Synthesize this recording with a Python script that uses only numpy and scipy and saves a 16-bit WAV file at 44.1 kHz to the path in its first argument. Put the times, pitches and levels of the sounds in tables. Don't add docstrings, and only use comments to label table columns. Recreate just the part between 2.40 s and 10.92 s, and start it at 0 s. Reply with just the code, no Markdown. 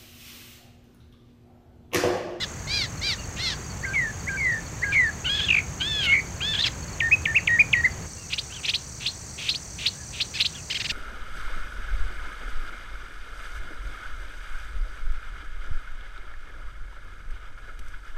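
import sys
import numpy as np
from scipy import signal
from scipy.fft import rfft, irfft, next_fast_len
from scipy.io import wavfile
from scipy.ndimage import uniform_filter1d

SR = 44100
rng = np.random.default_rng(int(sys.argv[2]) if len(sys.argv) > 2 else 0)


def to_wav(s):
    ch = np.atleast_2d(s).T
    pcm = np.round(np.clip(ch, -1, 1) * 32767)
    wavfile.write(sys.argv[1], SR, pcm.astype(np.int16))


N = 375732
TIME = np.arange(N) / SR
PROGRESS = np.linspace(0, 1, 101)


def from_db(db):
    return 10 ** (np.asarray(db) / 20)


def rms_one(x):
    return x / np.sqrt(np.mean(np.abs(x) ** 2) + 1e-20)


def turns(hz):
    return 2 * np.pi * np.cumsum(hz) / SR


def gain_at(spectrum, hz):
    points_hz, db = np.transpose(spectrum)
    return from_db(np.interp(np.log(hz + 1), np.log(points_hz), db))


def coloured_noise(spectrum):
    size = next_fast_len(N)
    white = rfft(rng.standard_normal(size))
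    gain = gain_at(spectrum, np.fft.rfftfreq(size, 1 / SR))
    return rms_one(irfft(white * gain, size)[:N])


def wander(rate_hz):
    lowpass = signal.butter(2, rate_hz, fs=SR, output="sos")
    settled = signal.sosfilt(lowpass, rng.standard_normal(N + SR))[SR:]
    return rms_one(settled)


def stretches(rows):
    steps = sum(value * ((TIME > start) & (TIME < end)) for start, end, value in rows)
    return uniform_filter1d(steps * 1., SR // 100)


def hump(top_at, rise, fall, flatness):
    top_at = np.clip(top_at, .02, .98)
    away = np.interp(PROGRESS, [0, top_at, 1], [1, 0, 1])
    return -np.where(PROGRESS < top_at, rise, fall) * away ** flatness


def gesture(start, length, hz, db):
    return np.transpose(np.broadcast_arrays(start + length * PROGRESS, hz, db))


def arched_notes(rows, rise, fall, edge_db, flatness, level_flatness, loud_lag=0):
    arches = []
    for start, length, top_hz, top_at, peak_db in rows:
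        hz = top_hz * (1 + hump(top_at, rise, fall, flatness))
        db = peak_db + hump(top_at + loud_lag, edge_db, edge_db, level_flatness)
        arches.append(gesture(start, length, hz, db))
    return arches


def notes(table, bend_hz, shake):
    for note in table:
        s, hz, db = np.transpose(note)
        at = np.flatnonzero((TIME >= s.min() - .002) & (TIME <= s.max() + .002))
        fade = np.clip(np.minimum(at - at[0], at[-1] - at) / (.003 * SR), 0, 1)
        pitch = np.interp(TIME[at], s, hz) + bend_hz[at]
        loudness = np.interp(TIME[at], s, from_db(db)) * np.sin(fade * np.pi / 2) ** 2
        yield at, pitch, loudness * (1 + shake[at].real), turns(pitch) + shake[at].imag


def tones(table, partials, bend_hz, shake):
    out = np.zeros(N)
    for at, pitch, loudness, phase in notes(table, bend_hz, shake):
        wave = sum(from_db(db) * np.sin(multiple * phase) for multiple, db in partials)
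        out[at] += loudness * wave
    return out


# start in seconds, end in seconds, roughness from 0 to 1.
ROUGH_STRETCHES = [(1.09, 1.15, .14), (1.525, 1.56, .4), (2.515, 2.56, 0.22), (2.95, 3.09, 0.29),
                   (3.39, 3.425, 0.3), (3.6, 3.76, 0.14), (4.135, 4.28, 0.32), (6.1, 6.21, 0.34),
                   (8.13, 8.21, 0.27), (8.37, 8.52, .3)]
# start in seconds, end in seconds, depth in Hz.
PITCH_WARBLES = [(1.99, 2.19, 45), (2.52, 2.59, 80), (3.735, 3.81, 148)]
# multiple of the note's pitch, gain in dB.
ARCH_MIX = [(1 / 2, -11.5), (3 / 4, -15.5), (1, 0), (5 / 4, -18.5), (3 / 2, -19.5), (5 / 2, -33),
            (7 / 2, -41)]
WHISTLE_MIX = [(1, 1), (2, -32)]
CHIP_MIX = [(1, 7), (2, -19), (3, -26)]


def mockingbird():
    warble_hz = 80
    bend_hz = stretches(PITCH_WARBLES) * np.sin(2 * np.pi * warble_hz * TIME) + 22 * wander(110)
    jolts = (wander(680) + 1j * wander(470)) / np.sqrt(2)
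    roughness = stretches(ROUGH_STRETCHES)
    shake = roughness * jolts + .16 * wander(61)
    beads = roughness * np.sin(turns(52 + 16 * wander(30)))

    nasal = nasal_calls(bend_hz, shake + .22 * jolts, slip_hz=60, coupling_db=-4)
    arches = tones(arch_notes(), ARCH_MIX, bend_hz + 330 * beads, shake + 1.2 * beads + .13 * jolts)
    whistle_notes = [*slur_notes(), buzz_note(), *hook_notes(), *yelp_notes()]
    whistles = tones(whistle_notes, WHISTLE_MIX, bend_hz, .7 * shake + .04 * jolts)
    trill = tones(trill_notes(half_s=.008, fall_hz=287), WHISTLE_MIX, bend_hz, shake + .23 * jolts)
    chips = tones(chip_notes(), CHIP_MIX, bend_hz, shake + .39 * jolts)
    return nasal + arches + whistles + trill + chips + rasps(grain=.067, swell_db=3)


# frequency in Hz, gain in dB.
THROAT_COLOUR = [(1500, -8), (3200, 3.5), (4000, 6.5), (5750, -0.5), (6500, -21), (9000, -18), (10500, -45),
                 (13000, -25), (16000, -54)]


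def nasal_calls(bend_hz, shake, slip_hz, coupling_db):
    out = np.zeros(N)
    slip = turns(slip_hz * wander(12))
    for at, pitch, loudness, phase in notes(nasal_notes(), bend_hz, shake):
        opening = np.sqrt(np.abs(np.sin(np.linspace(0, np.pi, len(at)))))
        bloom = opening * np.minimum(2450 / pitch, 1) ** 2
        shut = 1 + .16 * max(1 - len(at) / SR / .14, 0)
        for k in range(2, 20):
            multiple = k / 3
            second_order = -k % 3
            hz = multiple * pitch
            gain = 1
            if multiple != 1:
                coupling = from_db(coupling_db * second_order)
                gain = bloom * gain_at(THROAT_COLOUR, hz * shut) * coupling * (hz < SR / 2)
            dispersion = k * k
            out[at] += loudness * gain * np.sin(multiple * phase + second_order * slip[at] + dispersion)
    return out


# start in seconds, length in seconds, top pitch in Hz,
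# place of the top from 0 to 1, peak level of the main tone in dB before the shaking.
CALLS = [(0.0, .052, 2100, .25, -31.5), (0.272, .192, 2430, .43, -30.3), (0.612, .138, 2400, .43, -30),
         (0.985, .163, 2150, .3, -32), (4.246, .04, 2700, .1, -26), (7.938, .044, 2600, .5, -34.5)]
# start in seconds, length in seconds, top pitch in Hz,
# peak level of the main tone in dB before the shaking.
CHATTER_NOTES = [(8.299, .036, 3200, -24.5), (8.345, .034, 3330, -21.5), (8.396, .028, 2850, -27),
                 (8.443, .028, 3050, -25), (8.489, .033, 2880, -25.5)]


def nasal_notes():
    calls = arched_notes(CALLS, rise=.16, fall=.28, edge_db=7, flatness=1.9, level_flatness=4, loud_lag=.3)
    top_at = .42
    chatter = [(start, length, hz, top_at, db) for start, length, hz, db in CHATTER_NOTES]
    return calls + arched_notes(chatter, rise=.34, fall=.34, edge_db=11, flatness=1.3, level_flatness=1.6)


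# time in seconds, pitch of the main tone in Hz, rms level of the main tone in dB before the shaking.
STRAINED_ARCHES = [
    [(2.845, 2541, -34), (2.861, 3120, -26), (2.881, 2837, -25), (2.899, 3258, -24), (2.977, 3400, -29),
     (3.007, 3118, -26), (3.017, 3345, -28), (3.049, 3425, -30), (3.08, 3226, -34)],
    [(3.402, 3008, -35), (3.418, 3067, -25), (3.47, 3491, -28), (3.49, 3580, -29), (3.6, 3315, -26),
     (3.69, 2743, -28), (3.716, 2952, -30), (3.73, 2940, -32)],
    [(4.005, 2345, -34), (4.023, 3161, -29), (4.079, 3515, -26), (4.131, 3516, -29), (4.139, 3150, -25),
     (4.155, 3343, -27), (4.169, 3036, -30), (4.211, 3745, -22), (4.215, 3633, -28)],
]
# start in seconds, length in seconds, top pitch in Hz,
# place of the top from 0 to 1, peak level of the main tone in dB before the shaking.
SOFT_ARCH_NOTES = [(6.1, .105, 3350, .44, -38), (8.135, .072, 3350, .26, -39.5)]


def arch_notes():
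    crest_db = 2.5
    strained = [np.array(arch) + [0, 0, crest_db] for arch in STRAINED_ARCHES]
    return strained + arched_notes(SOFT_ARCH_NOTES, rise=.28, fall=.28, edge_db=8,
                                   flatness=1.1, level_flatness=1.5)


# start of the slur in seconds, length in seconds, top pitch in Hz, end pitch in Hz,
# curvature, loudest place from 0 to 1, peak level in dB, flick pitch in Hz, low note pitch in Hz,
# low note level in dB. Levels are before the whistle mix.
SLUR_NOTES = [(1.535, .177, 2380, 1720, 1.9, .18, -20.5, 1980, 1560, -31),
              (1.973, .223, 2320, 1750, 1.4, .46, -20, 2100, 1570, -28.5),
              (2.524, .178, 2380, 1680, 1.15, .34, -14.5, 1940, 1610, -27.5)]
FLICK_LEAD_S, FLICK_S, FLICK_RISE_HZ = .091, .028, 520
FLICK_DB = -4.5
LOW_NOTE_S, LOW_NOTE_SAG_HZ = .085, 70


def slur_notes():
    for s, length, top_hz, end_hz, curvature, loudest_at, db, flick_hz, low_hz, low_db in SLUR_NOTES:
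        rising_hz = flick_hz + FLICK_RISE_HZ * (PROGRESS - .5)
        flick_level_db = db + FLICK_DB + hump(.62, 15, 7, 1.5)
        yield gesture(s - FLICK_LEAD_S - FLICK_S / 2, FLICK_S, rising_hz, flick_level_db)

        sagging_hz = low_hz - hump(.6, LOW_NOTE_SAG_HZ, LOW_NOTE_SAG_HZ / 2, 2)
        yield gesture(s - LOW_NOTE_S, LOW_NOTE_S, sagging_hz, low_db)

        falling_hz = end_hz + (top_hz - end_hz) * (1 - PROGRESS) ** curvature
        yield gesture(s, length, falling_hz, db + hump(loudest_at, 9, 13, 1.4))


# start in seconds, length in seconds, pitch in Hz, peak level in dB before the whistle mix.
BUZZ_NOTE = (3.662, .141, 2180, -14)


def buzz_note():
    start, length, hz, db = BUZZ_NOTE
    edge_db = 15
    return gesture(start, length, hz, db + hump(.52, edge_db, edge_db * .75, 1.4))


# centre in seconds, centre pitch in Hz, peak level in dB before the whistle mix.
PIPS = [(3.091, 2790, -18), (3.109, 2640, -13.5), (3.129, 2556, -16), (3.149, 2460, -13.5),
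        (3.17, 2373, -15), (3.187, 2320, -16), (3.202, 2370, -24.5), (4.227, 4000, -20), (4.244, 3300, -15),
        (6.283, 3200, -31), (7.131, 3950, -37)]


def trill_notes(half_s, fall_hz):
    shape = [(-1, -16), (-1 / 2, -1), (1 / 3, 0), (1, -18)]
    return [[(s + u * half_s, hz - u * fall_hz, db + swell_db) for u, swell_db in shape]
            for s, hz, db in PIPS]


# start in seconds, length in seconds, held pitch in Hz,
# plunge time constant in seconds, plunge level in dB, held level in dB. Levels are before the whistle mix.
HOOK_NOTES = [(4.603, .088, 1845, .004, -13.5, -20), (4.854, .076, 1800, .0048, -13.5, -24.5),
              (5.073, .105, 1885, .005, -11.5, -18.5), (5.329, .083, 1905, .007, -10, -20)]
HOOK_TOP_HZ, HOOK_LOUDEST_HZ, HOOK_LOUD_WIDTH_HZ = 3700, 2350, 480
HOOK_SAG_HZ, HOOK_EDGE_DB = 70, 7


def hook_notes():
    for start, length, held_hz, plunge_s, plunge_db, held_db in HOOK_NOTES:
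        plunge_hz = (HOOK_TOP_HZ - held_hz) * np.exp(-length * PROGRESS / plunge_s)
        hz = held_hz + hump(.54, HOOK_SAG_HZ, HOOK_SAG_HZ, 2) + plunge_hz
        width_hz = HOOK_LOUD_WIDTH_HZ * np.where(hz > HOOK_LOUDEST_HZ, 1.7, .6)
        flare = from_db(plunge_db) * np.exp(-((hz - HOOK_LOUDEST_HZ) / width_hz) ** 2)
        held = from_db(held_db + hump(.52, HOOK_EDGE_DB, HOOK_EDGE_DB, 1.9))
        yield gesture(start, length, hz, 20 * np.log10(np.maximum(flare, held)))


# start in seconds, length in seconds, top pitch in Hz,
# final pitch in Hz, flatness of the top, peak level in dB before the whistle mix.
YELP_NOTES = [(4.71, .045, 2560, 2500, 2.6, -11), (4.944, .051, 2800, 1800, 1.1, -13.3),
              (5.186, .039, 2460, 2100, 2.2, -8.3), (5.435, .04, 2090, 1700, 1.2, -12.5)]


def yelp_notes():
    foot_hz, top_at, edge_db = 1750, .49, 17
    for start, length, top_hz, final_hz, flatness, peak_db in YELP_NOTES:
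        hz = top_hz + hump(top_at, top_hz - foot_hz, top_hz - final_hz, flatness)
        yield gesture(start, length, hz, peak_db + hump(top_at, edge_db, edge_db, 2.1))


# start in seconds, end in seconds, rms level in dB at the middle of the swell.
RASP_STRETCHES = [(0.964, 1.02, -39.5), (2.516, 2.555, -38), (3.63, 3.665, -27.5), (5.9, 5.945, -38),
                  (6.232, 6.272, -36), (6.276, 6.306, -29.5), (6.604, 6.665, -36.5), (6.98, 7.1, -34.5),
                  (7.387, 7.468, -34.5), (7.729, 7.815, -38.5), (7.938, 7.98, -39), (7.986, 8.025, -30.5)]


def rasps(grain, swell_db):
    noise = coloured_noise([(1000, -26), (1800, -17), (2600, -.5), (4400, -10), (6500, -24), (15000, -42)])
    swelling = []
    for start, end, db in RASP_STRETCHES:
        level_db = db + swell_db * np.interp(TIME, [start, end], [-.5, .5])
        swelling.append((start, end, from_db(level_db)))
    return stretches(swelling) * rms_one(noise * (1 + grain * wander(300)))


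# centre of the sweep in seconds, its peak level in dB, lag of the follower in seconds,
# follower's final pitch in Hz, its fading time in seconds, its peak level in dB.
CHIP_NOTES = [(5.937, -27.5, -.002, 2950, .014, -29.5), (5.987, -33, .006, 5200, .009, -29),
              (6.257, -28.5, -.003, 2800, .015, -36), (6.295, -24, .009, 3950, .014, -30.5),
              (6.347, -25, .007, 4600, .014, -27), (6.668, -26, .008, 4300, .036, -30.5),
              (7.094, -21.3, .006, 4250, .032, -27), (7.149, -36, .003, 4900, .02, -31.5),
              (7.467, -21.5, .008, 4500, .018, -26), (7.812, -24, .006, 4500, .014, -27),
              (8.009, -23, .006, 4250, .016, -23.5), (8.056, -26.5, .007, 4900, .011, -28)]
SWEEP_S, SWEEP_RISE_HZ, SWEEP_MID_HZ = .021, 3500, 4020
FOLLOWER_FOOT_HZ, FOLLOWER_LEAD_S, FOLLOWER_RISE_S = 2150, .011, .0042


def chip_notes():
    for s, db, lag_s, final_hz, fade_s, follower_db in CHIP_NOTES:
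        sweep_hz = SWEEP_MID_HZ + SWEEP_RISE_HZ * (PROGRESS - .5)
        yield gesture(s - SWEEP_S / 2, SWEEP_S, sweep_hz, db + hump(.48, 11, 18, 1.6))

        length = FOLLOWER_LEAD_S + fade_s
        risen = 1 / (1 + np.exp((FOLLOWER_LEAD_S - length * PROGRESS) / FOLLOWER_RISE_S))
        follower_hz = FOLLOWER_FOOT_HZ + (final_hz - FOLLOWER_FOOT_HZ) * risen
        level_db = follower_db + hump(1.2 * FOLLOWER_LEAD_S / length, 12, 12, 1.6)
        yield gesture(s + lag_s - FOLLOWER_LEAD_S, length, follower_hz, level_db)


def foliage(x, t60):
    t = TIME[:SR]
    echoes = rng.standard_normal(SR) * from_db(-60 * t / t60) * (t > .004)
    dull = signal.butter(1, 4000, fs=SR, output="sos")
    echoes = signal.sosfilt(dull, echoes / np.linalg.norm(echoes))
    return signal.fftconvolve(x, echoes)[:N]


# start in seconds, length in seconds, top pitch in Hz,
# place of the top from 0 to 1, peak level in dB before the whistle mix.
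FAR_NOTES = [(.775, .08, 2830, .15, -45), (5.77, .1, 2800, .15, -52), (7.55, .12, 1700, .45, -49)]


def far_whistles():
    calls = arched_notes(FAR_NOTES, rise=.08, fall=.08, edge_db=7, flatness=1.5, level_flatness=1.8)
    return tones(calls, WHISTLE_MIX, 25 * wander(90), .3 * wander(70))


# pitch in Hz, width of the hiss in Hz, pulses per second,
# rms level in dB before the background changes, rms level in dB after it.
INSECT_VOICES = [(4550, 570, 68, -57.5, -53), (5975, 650, 39, -50.5, -45.5), (6510, 260, 57, -47, -51),
                 (7220, 500, 53.5, -51, -50.5), (8050, 500, 32, -56.5, -52), (8760, 110, 22, -77, -60.5)]


def insects(moved, fall_hz, unevenness):
    out = np.zeros(N)
    throb = .42
    for hz, width_hz, per_s, first_db, second_db in INSECT_VOICES:
        stroke = np.cumsum(per_s + unevenness * wander(20)) / SR % 1
        phase = turns(hz + fall_hz * (.5 - stroke))
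        hiss = wander(width_hz / 2) * np.cos(phase) + wander(width_hz / 2) * np.sin(phase)
        pulses = rms_one(hiss * (1 - throb * np.cos(2 * np.pi * stroke)))
        out += from_db(first_db + moved * (second_db - first_db)) * pulses
    return out


def cricket(hz, fall_hz, per_s):
    stroke = np.cumsum(per_s + 4 * wander(7.2)) / SR % 1
    groups = np.clip(.72 + wander(7.3), 0, 2)
    chirps = np.maximum(-np.cos(2 * np.pi * stroke), 0) * groups
    pitch = hz + fall_hz * (.5 - stroke) + 90 * wander(5.3)
    return rms_one(chirps * np.sin(turns(pitch)))


# frequency in Hz, relative level in dB.
RUMBLE_COLOUR = [(20, -17), (70, 1), (155, -3.5), (240, -13.5), (600, -18.5), (1200, -20.5), (2200, -23),
                 (3600, -34), (10000, -47.5)]


def distant_rumble(moved):
    return coloured_noise(RUMBLE_COLOUR) * from_db(-35.5 - 6.5 * moved)


def scene():
    change_s = 5.66
    moved = np.clip((TIME - change_s) * 100, 0, 1)
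    bird = mockingbird()
    echo = from_db(-15) * foliage(bird, t60=.24)
    air = distant_rumble(moved) + from_db(-59) * rng.standard_normal(N)
    chirping = from_db(-55) * (1 - moved) * cricket(hz=4500, fall_hz=850, per_s=20)
    chorus = insects(moved, fall_hz=417, unevenness=4) + chirping
    return (bird + echo + far_whistles() + chorus + air)[None]


def record(dry):
    return signal.sosfilt(signal.ellip(12, .1, 80, 15750, fs=SR, output="sos"), dry)


dry = scene()
out = record(dry)
to_wav(out)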